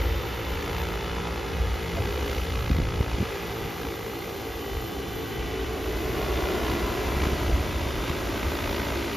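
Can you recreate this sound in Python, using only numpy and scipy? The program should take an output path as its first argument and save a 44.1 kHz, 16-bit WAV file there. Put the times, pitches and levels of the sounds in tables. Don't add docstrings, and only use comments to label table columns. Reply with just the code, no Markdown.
import sys
import numpy as np
from scipy import signal
from scipy.fft import rfft, irfft, next_fast_len
from scipy.io import wavfile
from scipy.ndimage import uniform_filter1d

SR = 44100
rng = np.random.default_rng(int(sys.argv[2]) if len(sys.argv) > 2 else 0)


def materialize(psi):
    bounded = np.clip(np.atleast_2d(psi).T, -1, 1)
    quanta = np.round(bounded * 32767).astype(np.int16)
    wavfile.write(sys.argv[1], SR, quanta)


N = 404220
TIME = np.arange(N) / SR

# t/s, level/dB
BREEZE_LEVEL = [(0, -33.5), (.9, -35.5), (1.4, -35), (1.9, -34), (2.3, -30.5), (2.6, -31), (3.2, -32.5),
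                (3.32, -40.5), (4.5, -41.5), (4.8, -35), (5.3, -37.5), (6, -33), (6.7, -33.5), (7.3, -30),
                (7.6, -31.5), (7.9, -30.5), (8.3, -35.5), (8.7, -33.5), (9.17, -37.5)]
# t/s, bell width/s, level/dB
GUST_SWELLS = [(.06, .15, -24.5), (.522, .066, -31), (.833, .15, -31), (1.636, .095, -24.5),
               (2.004, .037, -27), (2.776, .06, -26), (3.002, .035, -29), (4.76, .048, -35),
               (5.78, .23, -42), (7.25, .1, -29), (7.55, .065, -22.5), (8.47, .041, -26),
               (8.944, .032, -27)]
# t/s, peak level before trim/dB, dip width/ms
EDDIES = [(2.644, -22, 3), (2.704, -16.5, 0.69), (2.717, -11, 2.6), (2.741, -27, 1.5), (2.762, -15, 3),
          (2.774, -22, 3), (2.787, -14, 0.89), (2.801, -15, 1.2), (2.826, -18, 2.4), (2.883, -17.5, 4.9),
          (2.957, -21, 3), (2.99, -24, 4.6), (3.007, -9.5, 1.7), (3.141, -21, 5.1), (3.184, -22, 1.4),
          (3.202, -19, 2.4), (3.212, -14, 1.2), (3.228, -19, 0.65), (3.65, -24, 0.71), (3.85, -28, 0.88),
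          (7.168, -16, 2), (7.269, -17, 2), (7.331, -17, 1.2), (7.495, -19, 2.3), (7.526, -17, 6.5),
          (7.582, -20, 5.1), (8.102, -17, 2)]
# f/Hz, relative level/dB
LIGHT_AIR_COLOUR = [(10, -50), (35, -18), (60, -1), (90, 5), (115, 7.5), (160, -1), (250, -6), (600, -28),
                    (4000, -120)]
GUST_COLOUR = [(10, -50), (30, -7), (42, 5), (52, 4.5), (59, 15.5), (68, 12), (90, 3), (150, -20),
               (1500, -120)]
PUFF_COLOUR = [(20, -50), (70, -5), (130, 26), (300, 32), (450, 11), (800, -4), (4000, -120)]
# f/Hz, level/dB
NOTE_TONES = [(673, -30.5), (560, -34)]
# f/Hz, difference against sum/dB
STEREO_WIDTH = [(60, -25.5), (125, -11), (370, -13.5), (530, -7.5), (1090, -12), (1570, -10.5), (1850, 0.5),
                (2150, -17.5), (3000, -82), (5800, -64), (6800, -94.5), (14000, -65)]
# f/Hz, phase/rad
PORT_PHASE_LEAD = [(6100, 0), (7400, 1.8), (8300, 3.1), (9500, 4.5), (10900, 6.28), (12300, 6.28),
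                   (13300, 7.9), (14000, 9.3)]

# t/s, blade passes of leading pair/Hz, fast pair/Hz, slow pair/Hz
PAIR_SPEEDS = [(0, 57, 58.5, 56.2), (.4, 57.2, 59, 56.3), (.65, 57.1, 58.4, 57.5), (1, 57.3, 57.5, 57.2),
               (1.3, 57.4, 57.6, 56.7), (1.65, 57.4, 57.4, 56.1), (1.87, 56.8, 57.5, 56.1),
               (2.05, 58.3, 57.6, 56), (2.3, 58.2, 57.3, 56.1), (2.5, 57.5, 57.3, 56.3),
               (2.8, 57.2, 57.25, 57.1), (3.1, 57.1, 57.7, 56.9), (3.35, 57.1, 58.3, 56.2),
               (3.7, 56.9, 58.7, 55.2), (4.1, 56.8, 59.2, 55.5), (4.8, 56.4, 58.8, 55.4),
               (5.55, 55.5, 59.7, 54.9), (5.9, 55.8, 61.1, 54.6), (6.25, 57.3, 62.8, 53.5),
               (6.6, 58.2, 61.8, 53.1), (7.3, 57.4, 60.9, 54.9), (7.5, 56.9, 61.6, 55),
               (8.1, 56.8, 60.3, 53.7), (8.6, 57.05, 58.8, 53.4), (9.17, 57, 58.5, 55.7)]
# t/s, relative level/dB
FAST_PAIR_LEVEL = [(0, -4), (5, -7), (6.2, 4.5), (7.3, 2.5), (8, -1), (9.17, -1)]
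# t/s, delay/ms, strength/ratio
GROUND_ECHO = [(0, 2.23, 0.36), (2, 2.37, 0.23), (4, 2.41, 0.22), (5.4, 2.6, 0.37), (6.5, 2.83, 0.32),
               (7.4, 3.06, 0.26), (9.17, 3.24, 0.36)]

# f/Hz, level/dB
MOTOR_TONES = [(1928, -58.5), (1971, -57), (2017, -59), (2086, -60), (2918, -60.5), (3003, -65),
               (3110, -69), (3414, -67), (3495, -65), (3530, -64), (3620, -67)]
# t/s, bell width/s, f/Hz, glide/(Hz/s), level/dB
SINGING_TONES = [(.15, .35, 3617, -30, -57), (.25, .45, 3015, -25, -58), (1, .5, 3494, -12, -56.5),
                 (.9, .5, 3528, 10, -57), (1.2, .5, 2917, -10, -55.5), (2.2, .5, 2998, -10, -54.5),
                 (2.3, .4, 2086, 0, -55), (3.2, .6, 3412, -12, -60), (4.4, .5, 3623, 8, -56.5),
                 (5, .6, 3537, -14, -57.5), (5.2, .5, 3418, 8, -58), (4.5, .7, 4134, -20, -61),
                 (4.8, .5, 3018, -22, -55), (5.2, .6, 3027, -14, -54), (4.9, .6, 4048, 12, -61),
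                 (5, .55, 3112, 18, -57), (5.3, .6, 2923, 14, -57), (6.2, .45, 2020, -15, -52),
                 (6.4, .3, 3530, 25, -56), (6.55, .25, 3025, -20, -56), (7.95, .27, 3617, -15, -54)]
# t/s, level/dB
DRIVE_LEVEL = [(0.0, -47), (0.15, -50), (0.89, -50), (1.15, -58), (2.32, -50), (3.06, -57), (3.45, -50),
               (4.9, -49), (5.05, -54), (5.13, -47), (5.57, -55), (6.02, -51), (7.86, -52.5), (8.73, -48.5),
               (9.11, -52), (9.17, -46)]
# multiple of the blade rate/count, relative level/dB
DRIVE_SIDEBANDS = [(24, -22), (20, -2), (18, -13), (16, 0), (14, -6), (12, -8), (10, -11), (8, -16)]
# f/Hz, relative level/dB
BLUR_COLOUR = [(12700, -60), (13050, -7), (13300, 0), (13700, -3), (14100, -60)]

# t/s, level/dB
SURGE_LEVEL = [(5.2, -60), (5.8, -43), (6.4, -35), (7.1, -36), (7.6, -45), (9.17, -47)]
# f/Hz, relative level/dB
WAKE_COLOUR = [(30, -50), (200, -19), (290, 0.5), (370, 8.5), (470, -10.5), (600, 1.5), (740, -5.5),
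               (880, -16.5), (1130, -9), (1500, -36), (4000, -40)]
# t/s, bell width/s, level before trim/dB
SLAP_RUNS = [(.72, 0.19, -4.5), (2.32, 0.078, -5), (6.71, 0.07, -3), (7.237, 0.048, 0.5), (8.09, 0.029, -1)]
# t/s, leading rotor peak level/dB, slow level/dB, fast level/dB
CRACK_LEVELS = [(0, -40, -31, -42), (.5, -40, -30, -42), (1, -31, -26, -40), (1.3, -26, -28, -40),
                (1.7, -27, -31, -42), (2.05, -21.5, -35, -42), (2.4, -23, -33, -40), (2.7, -21.5, -29, -38),
                (3, -25, -28, -38), (3.3, -34, -28, -42), (3.8, -36, -28, -42), (4.1, -34, -37, -42),
                (4.9, -34, -42, -42), (5.4, -38, -34, -32), (6.5, -29, -29, -27), (7.3, -27, -31, -30),
                (7.9, -36, -30, -36), (8.4, -28, -34, -36), (8.75, -21, -34, -37), (9.17, -32, -30, -36)]
# f/Hz, relative level/dB
CRACK_COLOUR = [(30, -40), (300, -14), (700, -2), (1200, -1), (2500, 0), (4000, -3.5), (6000, -11),
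                (8000, -24), (14000, -50)]

# t/s, blade rasp level/dB, swish level/dB, top hiss level/dB
AIR_LEVELS = [(0.0, -38, -39.5, -58), (0.15, -39.5, -40.5, -60), (1.28, -34.5, -43.5, -59),
              (1.5, -38.5, -43.5, -59.5), (2.37, -40.5, -41.5, -56.5), (2.86, -36.5, -45.5, -60),
              (3.27, -39.5, -41, -58), (3.96, -41, -45, -59), (5.08, -41, -46.5, -58),
              (5.57, -43.5, -41.5, -59), (5.82, -42, -44, -57.5), (6.48, -36.5, -40, -54.5),
              (7.48, -38, -40, -54.5), (7.56, -38.5, -41.5, -55.5), (8.91, -38, -38, -54.5),
              (9.17, -49, -38.5, -54.5)]
# t/s, relative level/dB
CHURN_LEVEL = [(0, -1), (1.1, -4), (1.7, -3), (2.05, 3), (2.35, 2), (2.6, -5), (3.3, -3), (3.7, 0),
               (4.6, -1.5), (6.5, -1.5), (7.4, 0), (9.17, 0)]
# t/s, relative level/dB
CHOP_LEVEL = [(0, -8), (1.1, 0), (1.95, 7), (2.25, 11), (2.5, 6), (2.7, 11), (3.25, -14), (3.85, 11),
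              (4.2, -3), (4.55, 10), (5, -5), (6.9, -16), (7.25, 1), (7.6, -18), (8.4, 11), (8.7, 15),
              (9.17, 7)]
# f/Hz, relative level/dB
CHURN_COLOUR = [(30, -48), (100, -38), (200, 6.5), (330, -0.5), (500, 5), (700, -9), (1100, -11),
                (1600, -28), (2500, -22), (8000, -58)]
SWISH_COLOUR = [(60, -43), (400, 3.5), (900, 6), (1600, 5), (1870, -1), (2100, 4.5), (2500, 3.5), (3300, 0),
                (4200, -3), (5000, -6), (7000, -9.5), (8300, -16.5), (10600, -13.5), (12500, -22),
                (14000, -21)]
RASP_COLOUR = [(30, -57), (200, -5), (400, 6.5), (600, 2.5), (800, 7.5), (1200, 4), (1700, -1.5),
               (3000, -8), (6000, -22), (14000, -60)]
# t/s, level/dB, lift of its three lowest harmonics before levelling/dB
HUM_LEVELS = [(0, -37, -5), (1.1, -36.5, 3.5), (2.3, -36, 4), (3, -36, 5), (4.6, -37.5, -10),
              (5.6, -34, -5), (6.5, -31, -2), (7.4, -33.5, 0), (8, -35, -1), (9.17, -33, -7)]
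# f/Hz, relative level/dB
HUM_COLOUR = [(57, -11), (115, -4.5), (172, 1.5), (230, -7), (287, -4), (343, -3.5), (400, 0), (458, -3),
              (515, -11.5), (575, -7), (660, -23.5), (745, -13), (810, -14.5), (950, -18)]
# t/s, phase wander/rad
HUM_UNREST = [(0, .15), (1.7, .15), (2.05, .55), (2.5, .15), (5.2, .15), (6.1, .55), (7.2, .55), (7.8, .45),
              (9.17, .4)]

RASP_DB, HUM_DB, WHINE_DB = -2, 0.5, 2.5
MOTOR_DB, MOTOR_FOLLOWS = 2.5, 0.55
SWITCHING_HZ, WHINE_BLUR_DB = 14225, -4
TONE_FLUTTER_DB, TONE_GLIDE_HZ, TONE_WAVER_HZ = 2.2, 4, 2.6
PAIR_SPLIT_SHARE = .13
PASS_UNEVEN_DB = 0.9
HARMONIC_SWAY_DB, HARMONIC_SWAY_HZ = 2.2, 2.2
FLUTTER_DB, FLUTTER_RATE_HZ = 2.0, 6
CUTOFF_HZ = 14000


def from_db(db):
    return 10 ** (np.asarray(db) / 20)


def rms_one(x):
    return x / np.sqrt(np.mean(x ** 2) + 1e-20)


def levelled(x, seconds):
    power = uniform_filter1d(np.mean(x ** 2, axis=0), int(seconds * SR))
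    return x / np.sqrt(power + 1e-12)


def in_time(rows):
    s, *columns = np.transpose(rows)
    return [np.interp(TIME, s, column) for column in columns]


def at_hz(points, hz):
    known_hz, values = np.transpose(points)
    return np.interp(np.log(hz + 1), np.log(known_hz), values)


def swell(at_s, length_s):
    return np.exp(-((TIME - at_s) / length_s) ** 2)


def drift(rate_hz):
    step = 40
    pole = np.exp(-2 * np.pi * rate_hz * step / SR)
    raw = rng.standard_normal(N // step + 2002)
    slow = signal.lfilter([1], [1, -2 * pole, pole * pole], raw)[2000:]
    return np.interp(np.arange(N) / step, np.arange(len(slow)), rms_one(slow))


def coloured(mid, side, spectrum):
    size = next_fast_len(N + SR // 10)
    hz = np.arange(size // 2 + 1) * SR / size
    width = from_db(at_hz(STEREO_WIDTH, hz))
    left_right = rfft(rms_one(mid), size) + width * rfft(rms_one(side), size) * [[1], [-1]]
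    shaped = left_right * from_db(at_hz(spectrum, hz))
    return rms_one(irfft(shaped, size)[:, :N])


def noise(spectrum, envelope=1):
    mid, side = envelope * rng.standard_normal((2, N))
    return coloured(mid, side, spectrum)


def scattered(x, t60):
    t = np.arange(SR // 2) / SR
    sparse = (rng.random(len(t)) < .01) * (t > .008)
    echoes = rng.standard_normal(len(t)) * sparse * from_db(-60 * t / t60)
    return rms_one(signal.fftconvolve(x, echoes)[:N])


def note(at_s, length_s):
    tones = sum(from_db(db) * np.sin(2 * np.pi * hz * TIME) for hz, db in NOTE_TONES)
    return swell(at_s, length_s) * tones


def rumble(calm_db, deepening):
    breeze_db, = in_time(BREEZE_LEVEL)
    breeze = from_db(breeze_db + FLUTTER_DB * drift(FLUTTER_RATE_HZ))
    gusts = sum(from_db(db) * swell(s, length) for s, length, db in GUST_SWELLS)
    strength = np.hypot(breeze, gusts)
    deep_share = 1 / (1 + (from_db(calm_db) / strength) ** deepening)
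    air = np.sqrt(deep_share) * noise(GUST_COLOUR) + np.sqrt(1 - deep_share) * noise(LIGHT_AIR_COLOUR)
    return strength * levelled(air, seconds=.1)


def buffets(trim_db, low_hz, top_hz, puff_db, puff_s):
    thumps, puffs = 0, 0
    bass_cut = signal.butter(2, low_hz, "high", fs=SR, output="sos")
    top_cut = signal.butter(4, top_hz, fs=SR, output="sos")
    response = np.vstack([bass_cut, top_cut])
    t = np.arange(-SR // 20, SR // 10) / SR
    for s, db, width_ms in EDDIES:
        dip = -np.exp(-abs(t) * 1000 / width_ms)
        knock = signal.sosfilt(response, dip)
        knock = knock / abs(knock).max()
        thumps = thumps + from_db(db + trim_db) * np.interp(TIME, s + t, knock, 0, 0)
        puffs = puffs + from_db(db) * swell(s, puff_s) / width_ms
    return thumps + from_db(puff_db) * puffs * noise(PUFF_COLOUR)


def rotors(far_db, slow_db, hunt_hz, sway_db):
    six = []
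    fast_db, = in_time(FAST_PAIR_LEVEL)
    leading, fast, slow = in_time(PAIR_SPEEDS)
    split = PAIR_SPLIT_SHARE * (fast - slow)
    for speed, pair_db in zip((fast, leading, slow), (fast_db, 0, slow_db)):
        for rotor_db, lag, hunt in ((0, 0, hunt_hz / 2), (far_db, split, hunt_hz)):
            passes = rng.random() + np.cumsum(speed - lag + hunt * drift(1.91)) / SR
            gain = from_db(pair_db + rotor_db + sway_db * drift(1))
            six.append((passes, gain))
    return six


def blade_pulses(passes, jitter_ms, uneven_db):
    at = np.interp(np.arange(np.ceil(passes[0]), passes[-1]), passes, np.arange(N))
    timing, strength = rng.standard_normal((2, len(at)))
    at = np.clip(at + timing * jitter_ms * SR / 1000, 0, N - 1).astype(int)
    return np.bincount(at, from_db(uneven_db * strength), N)


def motors():
    def tone(hz):
        flutter = rms_one(from_db(TONE_FLUTTER_DB * drift(4.0)))
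        pitch = hz + TONE_GLIDE_HZ * drift(.6) + TONE_WAVER_HZ * drift(13.0)
        return np.sqrt(2) * flutter * np.sin(2 * np.pi * np.cumsum(pitch) / SR)

    steady = sum(from_db(db) * tone(hz) for hz, db in MOTOR_TONES)
    singing = sum(from_db(db) * swell(s, length) * tone(hz + glide * (TIME - s))
                  for s, length, hz, glide, db in SINGING_TONES)
    return steady + singing


def drives(six, waver_hz, others_db):
    clean = 0
    for (passes, gain), drive_db in zip(six[::2], (others_db, 0, others_db)):
        carrier = np.cumsum(SWITCHING_HZ + waver_hz * drift(58.5)) / SR
        lines = sum(from_db(db) * np.sin(2 * np.pi * (carrier - k * passes)) for k, db in DRIVE_SIDEBANDS)
        clean = clean + gain * from_db(drive_db) * lines
    return rms_one(rms_one(clean) + from_db(WHINE_BLUR_DB) * noise(BLUR_COLOUR))


def surge(six, depth):
    level_db, = in_time(SURGE_LEVEL)
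    pulsing = np.exp(depth * sum(np.cos(2 * np.pi * passes) for passes, _ in six[::2]))
    return from_db(level_db) * noise(WAKE_COLOUR, pulsing)


def slaps(six, slap_db, crack_s):
    passes, _ = six[2]
    since_pass_s = passes % 1 / np.gradient(passes) / SR
    strength = sum(from_db(db) * swell(s, length) for s, length, db in SLAP_RUNS)
    return from_db(slap_db) * strength * noise(SWISH_COLOUR, np.exp(-since_pass_s / crack_s))


def cracks(six, trim_db, direct_db):
    delay_ms, _ = in_time(GROUND_ECHO)
    spike = np.fft.fftshift(irfft(from_db(at_hz(CRACK_COLOUR, np.arange(257) * SR / 512))))
    trains = 0
    for (passes, _), db in zip((six[2], six[4], six[0]), in_time(CRACK_LEVELS)):
        trains = trains + from_db(db + trim_db) * blade_pulses(passes, jitter_ms=.02, uneven_db=1.3)
    spikes = signal.oaconvolve(trains, spike / spike.max(), "same")
    echo = np.interp(TIME - delay_ms / 1000, TIME, spikes)
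    return from_db(direct_db) * spikes + echo


def swish(six, churn_db, swish_db, hiss_db, sharpness, steady, hiss_hz):
    chop_db, = in_time(CHOP_LEVEL)
    sweeps = [gain * np.exp(sharpness * (np.cos(2 * np.pi * passes) - 1)) for passes, gain in six]
    power = sum(sweeps[:2] + sweeps[3:]) + from_db(chop_db) ** 2 * sweeps[2]
    power = power * from_db(PASS_UNEVEN_DB * drift(45))
    envelope = np.sqrt(steady + power / uniform_filter1d(power, SR // 4))
    low = signal.butter(2, hiss_hz, "low", fs=SR, output="sos")
    high = signal.butter(2, hiss_hz, "high", fs=SR, output="sos")
    churn = from_db(churn_db) * noise(CHURN_COLOUR, envelope)
    air = from_db(swish_db + 3.5) * signal.sosfilt(low, noise(SWISH_COLOUR, envelope))
    hiss = from_db(hiss_db + 22.0) * signal.sosfilt(high, noise(SWISH_COLOUR))
    return churn + air + hiss


def buzz(six, echo_db):
    pulses = sum(gain * blade_pulses(passes, jitter_ms=0.023, uneven_db=0.8) for passes, gain in six)
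    pulses = rms_one(pulses)
    mid = pulses + from_db(echo_db) * scattered(pulses, t60=0.11)
    return coloured(mid, scattered(pulses, t60=.3), RASP_COLOUR)


def hum(six, twin_db, bounce, count=14):
    out = np.zeros((2, N))
    step = 100
    delay_ms, _ = in_time(GROUND_ECHO)
    _, bass_db = in_time(HUM_LEVELS)
    unrest, = in_time(HUM_UNREST)
    bass = from_db(bass_db)
    delay_s = delay_ms[::step] / 1000
    twin_passes, twin_gain = six[3]
    voices = six[::2] + [(twin_passes, twin_gain * from_db(twin_db))]
    for passes, gain in voices:
        speed = np.gradient(passes)[::step] * SR
        for k in range(1, count + 1):
            comb = abs(1 + bounce * np.exp(2j * np.pi * k * speed * delay_s))
            colour = np.repeat(comb * from_db(at_hz(HUM_COLOUR, k * speed)), step)[:N]
            if k <= 3:
                colour = colour * bass
            angle = 2 * np.pi * (k * passes + rng.random()) + unrest * drift(5)
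            left_right = from_db(at_hz(STEREO_WIDTH, k * speed.mean())) * drift(0.87) * [[1], [-1]]
            sway = from_db(HARMONIC_SWAY_DB * drift(HARMONIC_SWAY_HZ))
            out += gain * colour * sway * np.sin((angle + left_right).astype(np.float32))
    return levelled(out, seconds=1)


def over_ground(x, dull_hz):
    delay_ms, bounce = in_time(GROUND_ECHO)
    echo = signal.sosfiltfilt(signal.butter(1, dull_hz, fs=SR, output="sos"), x)
    late = np.array([np.interp(TIME - delay_ms / 1000, TIME, side) for side in echo])
    return (x + bounce * late) / np.sqrt(1 + bounce ** 2)


def scene():
    rasp_db, swish_db, hiss_db = in_time(AIR_LEVELS)
    hum_db, _ = in_time(HUM_LEVELS)
    whine_db, = in_time(DRIVE_LEVEL)
    churn_db, = in_time(CHURN_LEVEL)

    wind = rumble(calm_db=-38.5, deepening=2.23)
    wind = wind + buffets(trim_db=-2.5, low_hz=62, top_hz=700, puff_db=-12.5, puff_s=0.0061)

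    six = rotors(far_db=-1.5, slow_db=-1.5, hunt_hz=0.1196, sway_db=0.17)
    motor_db = MOTOR_DB + MOTOR_FOLLOWS * (swish_db - swish_db.mean())
    whine = from_db(motor_db) * motors()
    whine = whine + from_db(whine_db + WHINE_DB) * drives(six, waver_hz=7.04, others_db=2)

    air = slaps(six, slap_db=-35.0, crack_s=0.0046)
    air = air + swish(six, rasp_db + churn_db, swish_db, hiss_db, sharpness=1.94, steady=0.28, hiss_hz=5300)
    air = air + from_db(rasp_db + RASP_DB) * buzz(six, echo_db=-4.5)

    drone = whine + surge(six, depth=0.22) + cracks(six, trim_db=-1, direct_db=-5.5)
    drone = drone + over_ground(air, dull_hz=1840)
    drone = drone + from_db(hum_db + HUM_DB) * hum(six, twin_db=-1, bounce=0.44)
    return note(at_s=1.98, length_s=0.014) + wind + drone


def record(dry):
    size = next_fast_len(N + SR // 10)
    hz = np.arange(size // 2 + 1) * SR / size
    spectrum = rfft(dry, size)
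    spectrum[1] *= np.exp(-1j * np.interp(hz, *np.transpose(PORT_PHASE_LEAD)))
    top_cut = signal.ellip(12, .2, 80, CUTOFF_HZ, fs=SR, output="sos")
    return signal.sosfilt(top_cut, irfft(spectrum, size)[:, :N])


dry = scene()
out = record(dry)
materialize(out)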